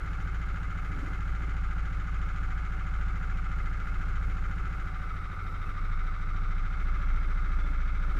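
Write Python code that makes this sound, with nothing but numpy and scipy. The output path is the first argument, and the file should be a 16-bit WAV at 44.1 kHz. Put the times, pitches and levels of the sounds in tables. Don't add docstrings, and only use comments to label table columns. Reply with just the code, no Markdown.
import sys
import numpy as np
from scipy import signal
from scipy.fft import rfft, irfft
from scipy.io import wavfile

SR = 44100
rng = np.random.default_rng(int(sys.argv[2]) if len(sys.argv) > 2 else 0)


def transcribe(signal):
    frames = np.atleast_2d(signal).T
    limited = np.clip(frames, -1, 1)
    pcm = np.round(limited * 32767).astype(np.int16)
    wavfile.write(sys.argv[1], SR, pcm)


N = 361179


def from_db(db):
    return 10 ** (np.asarray(db) / 20)


def rms_one(x):
    return x / np.sqrt(np.mean(x ** 2) + 1e-20)


def in_time(rows):
    s, *columns = np.transpose(rows)
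    return [np.interp(np.arange(N) / SR, s, c) for c in columns]


def at_pose(pose, values):
    return np.interp(pose, range(3), values)


def resonance(x, hz, width_hz):
    r = np.exp(-np.pi * width_hz / SR)
    top = np.array([1, 0, -1]) * (1 - r * r) / 2
    bottom = [1, -2 * r * np.cos(2 * np.pi * hz / SR), r * r]
    return signal.lfilter(top, bottom, x + 1e-18)


def coloured(spectrum):
    hz, db = np.transpose(spectrum)
    grid = np.arange(1, N // 2 + 2) * SR / N
    gain = from_db(np.interp(np.log(grid), np.log(hz), db))
    return rms_one(irfft(rfft(rng.standard_normal(N)) * gain, N))


def drift(hz):
    lowpass = signal.butter(2, hz, fs=SR, output="sos")
    settled = signal.sosfilt(lowpass, rng.standard_normal(N + SR))[SR:]
    return rms_one(settled)


def each_cycle(cycle, places, level_db, jitter, spread_db):
    rounds = np.arange(int(cycle[-1]) + 1)[:, None]
    late, louder = rng.standard_normal((2, len(rounds), len(places)))
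    at = np.searchsorted(cycle, rounds + places + jitter * late).clip(0, N)
    strength = from_db(level_db + spread_db * louder)
    return np.bincount(at.ravel(), strength.ravel(), N + 1)[:N]


# time in seconds, four-stroke cycles per second.
SPEED = [(0.0, 14.124), (0.6, 13.95), (1.5, 13.874), (2.5, 13.812), (3.2, 13.853), (3.7, 14.057),
         (4.4, 14.074), (4.75, 13.878), (5.15, 13.424), (5.5, 13.242), (5.8, 13.331), (7.2, 13.976),
         (7.5, 13.915), (8.19, 13.787)]


def engine_cycle():
    return np.cumsum(in_time(SPEED)[0]) / SR


# time in seconds, head pose (0 aside, 1 ahead, 2 ahead and lowered).
HEAD = [(0, 0.13), (4.7, 0.24), (5.1, 0.87), (6.3, 1.24), (7.0, 2.56), (8.19, 2.3)]


def head_pose():
    return in_time(HEAD)[0]


# time in seconds, then levels in dB of the once-per-turn shake,
# the firing rock and the twice-per-turn shake.
SHAKE = [(0, -35, -48, -35.5), (.9, -34.5, -46, -36.5), (1.5, -33, -52, -34), (2.5, -33, -51, -35),
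         (3.6, -31.5, -46, -36), (4.45, -31.5, -46, -34.5), (5.0, -36.5, -50, -40), (5.35, -39, -43, -42.5),
         (5.55, -34.5, -41.5, -44), (5.85, -29, -42, -41), (6.05, -29, -43, -41.5), (6.2, -32, -43, -42),
         (6.4, -29.5, -43, -41), (6.6, -29, -42, -40), (6.88, -26.5, -41, -35), (7.1, -26.5, -40, -34.5),
         (8.19, -27, -40.5, -33.5)]
# time in seconds, level in dB near 95 Hz and near 80 Hz.
HUM = [(0, -66, -70), (4.7, -66, -62), (4.9, -60, -48), (5.2, -50, -47), (5.4, -45.5, -47),
       (5.9, -46, -48.5), (6.3, -47.5, -47), (6.6, -47, -48), (6.9, -55, -62), (8.19, -80, -80)]
SHAKE_ORDERS = [(2, .76, .76, .79), (3, .33, .10, .17), (4, .95, .90, .90), (7, .76, .76, .76),
                (6, .38, .38, .38)]
# time in seconds, slip in turns of the sine.
SLIP = [(0, 0), (4.6, 0), (5.2, -.05), (5.65, .12), (5.9, .1), (6.2, 0), (8.19, 0)]


def shake(cycle, pose):
    slip = in_time(SLIP)[0]
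    out = 0
    for (order, *offsets), db in zip(SHAKE_ORDERS, in_time(SHAKE) + in_time(HUM)):
        level = np.sqrt(2) * from_db(db + 1.33 * drift(5.0))
        turns = order * cycle + at_pose(pose, offsets) + 0.029 * drift(7.1)
        if order == 2:
            turns = turns + slip
        out = out + level * np.sin(2 * np.pi * turns)
    return out


# place in the cycle 0-1, resonance in Hz, width in Hz,
# delay in cycles while looking ahead, relative level in dB in each of the three head poses.
PULSES = [(.448, 83.6, 43, 0, -4.6, -6, -4.6), (.516, 165.6, 28, .011, -6.3, -1.5, -5.5),
          (.551, 60.7, 64, 0, -.6, 0, 0), (.654, 93.4, 23, -.008, 0, -1, -1.5),
          (.705, 191.5, 60, .005, -10.5, -12, -10.5)]
INTAKE = [(0.27, 280, 60, 0, -18, -14, -13), (0.69, 300, 80, 0, -17, -16, -17),
          (0.0, 365, 70, .07, -18, -20, -15), (.09, 137, 45, 0, -22, -10, -22)]


def gas_pulses(cycle, pose):
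    strength = from_db(0.64 * drift(5.3))
    ahead = at_pose(pose, [0, 1, 0])
    out = 0
    for place, hz, width_hz, delay, *levels_db in PULSES + INTAKE:
        clicks = each_cycle(cycle - delay * ahead, np.array([place]), 0, jitter=.002, spread_db=.6)
        push = strength * from_db(at_pose(pose, levels_db)) * clicks
        out = out + resonance(resonance(push, hz, width_hz), hz, width_hz) / width_hz
    return rms_one(out)


# resonance in Hz, swing in dB, place of the top in the cycle 0-1.
SWELL = [(400, 2, .3), (770, 1.4, 0.62), (1300, 1.5, 0.1), (1360, 0.9, 0.82), (1560, 3.5, 0.79),
         (2180, 1, 0.18), (2400, 0, 0.8), (3400, 1, 0)]


def body(drive, modes, pose, cycle):
    at_hz, swing_db, top = np.transpose(SWELL)
    wander = drift(1.7)
    out = 0
    for k, (hz, width_hz, *levels_db) in enumerate(modes):
        swing = np.interp(hz, at_hz, swing_db * np.exp(-2j * np.pi * top))
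        swell_db = np.real(swing * np.exp(2j * np.pi * cycle))
        wander_db = 0.24 * np.roll(wander, k * N // len(modes))
        level = from_db(at_pose(pose, levels_db) + swell_db + wander_db)
        out = out + (-1) ** k * resonance(level * drive, hz, width_hz)
    return out


# place in the cycle 0-1, relative level in dB.
VALVES = [(.862, -7), (.94, -14), (.46, -11), (.14, -15)]
# resonance in Hz, width in Hz, relative level in dB in each of the three poses.
VALVE_RING = [(6840, 500, -35, -45, -42), (5650, 670, -39, -39.5, -39.5), (3630, 190, -36, -26, -34),
              (3164, 195, -31, -28, -29.5), (2050, 460, -30, -28, -27)]


def valves(cycle, pose):
    place, puff_db = np.transpose(VALVES)
    rise, fade = np.exp(-1 / (np.array([0.0012, 0.017]) * SR))
    landings = each_cycle(cycle, place, puff_db, jitter=.002, spread_db=.8)
    puff = signal.lfilter([1 - rise], np.convolve([1, -rise], [1, -fade]), landings)
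    repeated = rng.standard_normal(3000)[(cycle % 1 * 3000).astype(int)]
    rattle = 1.2 * repeated + .75 * rng.standard_normal(N)
    ring = body(from_db(-7.5) * puff * rattle, VALVE_RING, pose, cycle)
    return signal.sosfilt(signal.butter(3, [1700, 7800], "band", fs=SR, output="sos"), ring)


# place in the cycle 0-1, relative level in dB, sharpness 0-1.
CONTACTS = [(.02, -6, 0.1), (0.058, -12, 0), (.145, -7, 0), (.18, -12.5, 0.3), (.265, 0.5, 0),
            (0.368, -13.5, 0.1), (.49, -4.5, 0), (.56, -14.5, 0.3), (.61, 4, 0.3), (.68, -2, 0),
            (.755, -6, .25), (.82, 5.5, .3), (0.899, -25, 0.2), (.935, -4.5, 0.4), (.965, -13.5, 0.1)]
# place in the cycle 0-1, relative level in dB.
RUSH = [(0, 1), (.15, 0.3), (.27, -0.4), (.33, -3.5), (.43, -0.5), (.48, 1.5), (.65, -2.1), (.78, -1.4),
        (.9, 0.3)]
# resonance in Hz, width in Hz,
# relative level in dB in each of the three head poses.
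CASING = [(380, 85, -19.5, -17, -19.5), (562, 63, -17, -17.5, -14.5), (756.4, 32, -10, -11.5, -12),
          (857, 72, -14, -15.5, -15), (1200, 106, -4.5, -0.5, -3), (1323.6, 83, -0.5, 2.5, 1),
          (1430, 89.3, 1, 0.5, 1), (1520, 120, -4.5, -3, -6.5), (1578, 46, -2.5, -5, -5.5),
          (1715, 94, -11, -15, -10.5), (1890, 67, -14.5, -12.5, -15), (2056, 32, -9, -9, -8.5),
          (2160, 68, -11.5, -10, -9), (2276, 57, -13.5, -12, -13.5), (2530, 84, -17.5, -20.5, -19.5),
          (2860, 77, -21.5, -25.5, -32), (3078, 125, -25, -41.5, -30), (3670, 570, -33, -31, -26.5),
          (3880, 170, -27.5, -23.5, -22), (4400, 1170, -31, -36.5, -33), (4640, 480, -28.5, -32, -29),
          (5950, 130, -35, -37, -32.5), (6560, 500, -36, -49, -45)]


def clatter(cycle, pose):
    place, db, sharp = np.transpose(CONTACTS)
    sharp_db = db + 20 * np.log10(np.clip(sharp, .01, 2))
    blunt = each_cycle(cycle, place, db, jitter=.0004, spread_db=1.2)
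    edge = np.diff(each_cycle(cycle, place, sharp_db, jitter=.0003, spread_db=1.2), prepend=0)
    teeth = each_cycle(cycle, rng.random(400), rng.normal(-19, 1.5, 400), jitter=.0002, spread_db=1.2)
    fan = from_db(-25.5) * rng.standard_normal(N)
    rush = from_db(np.interp(cycle, *np.transpose(RUSH), period=1))
    casing = body(from_db(-7) * blunt + edge + rush * (teeth + fan), CASING, pose, cycle)
    casing = signal.sosfilt(signal.butter(2, 7400, fs=SR, output="sos"), casing)
    return rms_one(casing + from_db(-7) * valves(cycle, pose))


# place in the cycle 0-1, then relative level in dB
KNOCKS = [(.02, -2, -14, -18), (.09, 0, -14, -20), (.172, -3, -9, -8), (.478, -9, -10, -7),
          (.65, -5, -16, -24), (.79, -1, -16, -24), (.868, 0, 0, 0), (.93, 0, -7, -11)]
# part (0 rocker arms, 1 cover, 2 valve stems), resonance in Hz, width in Hz,
# peak in dB of a 0 dB knock in each of the three head poses.
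KNOCK_RING = [(0, 2060, 180, -49.5, -50.5, -50), (0, 2290, 220, -54, -53, -52),
              (1, 3050, 350, -52, -59, -57), (1, 3700, 400, -58, -56, -58), (1, 5200, 900, -63, -64, -66),
              (2, 6900, 360, -57.5, -77, -74), (2, 9300, 1200, -73, -90, -88)]


def knocks(cycle, pose):
    place, *parts_db = np.transpose(KNOCKS)
    blows = [each_cycle(cycle, place, db, jitter=.0012, spread_db=1.3) for db in parts_db]
    out = 0
    for part, hz, width_hz, *levels_db in KNOCK_RING:
        ring = resonance(resonance(blows[int(part)], hz, width_hz), hz, width_hz)
        to_peak_one = np.e * SR / (2 * np.pi * width_hz)
        out = out + from_db(at_pose(pose, levels_db)) * to_peak_one * ring
    return out


# frequency in Hz, relative density in dB per Hz.
FAR = [(10, -8), (45, -6), (90, -7), (125, -18.5), (200, -24), (280, -25), (450, -28), (650, -34),
       (1000, -40), (1500, -60)]
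# time in seconds, level in dB.
FAR_LEVEL = [(0, -44.5), (1.8, -47), (5.6, -44.5), (6.4, -50.5), (7.0, -47), (7.5, -48.5), (7.9, -50),
             (8.19, -39)]


def far_engines():
    return from_db(in_time(FAR_LEVEL)[0] + 1.7 * drift(9.4)) * coloured(FAR)


# centre in Hz, width in Hz, relative level in dB.
DRONE = [(277.7, 52, 9.5), (383, 19, -1)]
# time in seconds, level in dB.
DRONE_LEVEL = [(0, -70), (.9, -55.5), (1.7, -64), (3.2, -75), (3.6, -72), (4.6, -57), (5.0, -77),
               (6.0, -66), (6.35, -52), (6.7, -67), (7.4, -54.5), (7.7, -53.5), (7.9, -87), (8.19, -58)]


def drone():
    bands = 0
    for hz, width_hz, db in DRONE:
        band = resonance(rng.standard_normal(N), hz, width_hz)
        bands = bands + from_db(db + 6.2 * drift(1.54)) * band
    return from_db(in_time(DRONE_LEVEL)[0]) * rms_one(bands)


# time in seconds, rise over the rumble in dB.
THUDS = [(1.6, 3), (4.68, 6), (6.2, 10)]
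RUMBLE_DB, THUD_SWELL_S = -49, 0.057


def thuds():
    s, rise_db = np.transpose(THUDS)
    away = (np.arange(N)[:, None] / SR - s) / THUD_SWELL_S
    swell_db = np.exp(-.5 * away ** 2) @ rise_db
    return from_db(RUMBLE_DB + swell_db) * rms_one(resonance(drift(18), 11, 12))


# frequency in Hz, relative density in dB per Hz.
HISS = [(1000, 10.5), (5000, 7.5), (7000, 1.5), (8600, -1), (10300, -6.5), (12000, -11.5), (13500, -38),
        (15400, -32)]
HISS_DB = -66.5


def hiss():
    return from_db(HISS_DB) * coloured(HISS)


# start in seconds, peak in dB, pitch in Hz.
TINKS = [(5.659, -52, 2580), (7.592, -58, 3480), (7.636, -56, 3480)]


def tinks():
    t = np.arange(N) / SR
    out = np.zeros(N)
    for s, db, hz in TINKS:
        age = np.maximum(t - s, 0) / 0.006
        out += from_db(db) * age * np.exp(1 - age) * np.sin(2 * np.pi * hz * t)
    return out


GAS_DB, CLATTER_DB = (-39.5, -46, -42), (-44, -45, -44.5)


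def scene():
    cycle, pose = engine_cycle(), head_pose()
    engine = shake(cycle, pose) + knocks(cycle, pose)
    engine += from_db(at_pose(pose, GAS_DB)) * gas_pulses(cycle, pose)
    engine += from_db(at_pose(pose, CLATTER_DB)) * clatter(cycle, pose)
    return (engine + far_engines() + drone() + thuds() + hiss() + tinks())[None]


CUTOFF_HZ = 14900


def record(dry):
    return signal.sosfilt(signal.cheby2(20, 70, CUTOFF_HZ, fs=SR, output="sos"), dry)


dry = scene()
out = record(dry)
transcribe(out)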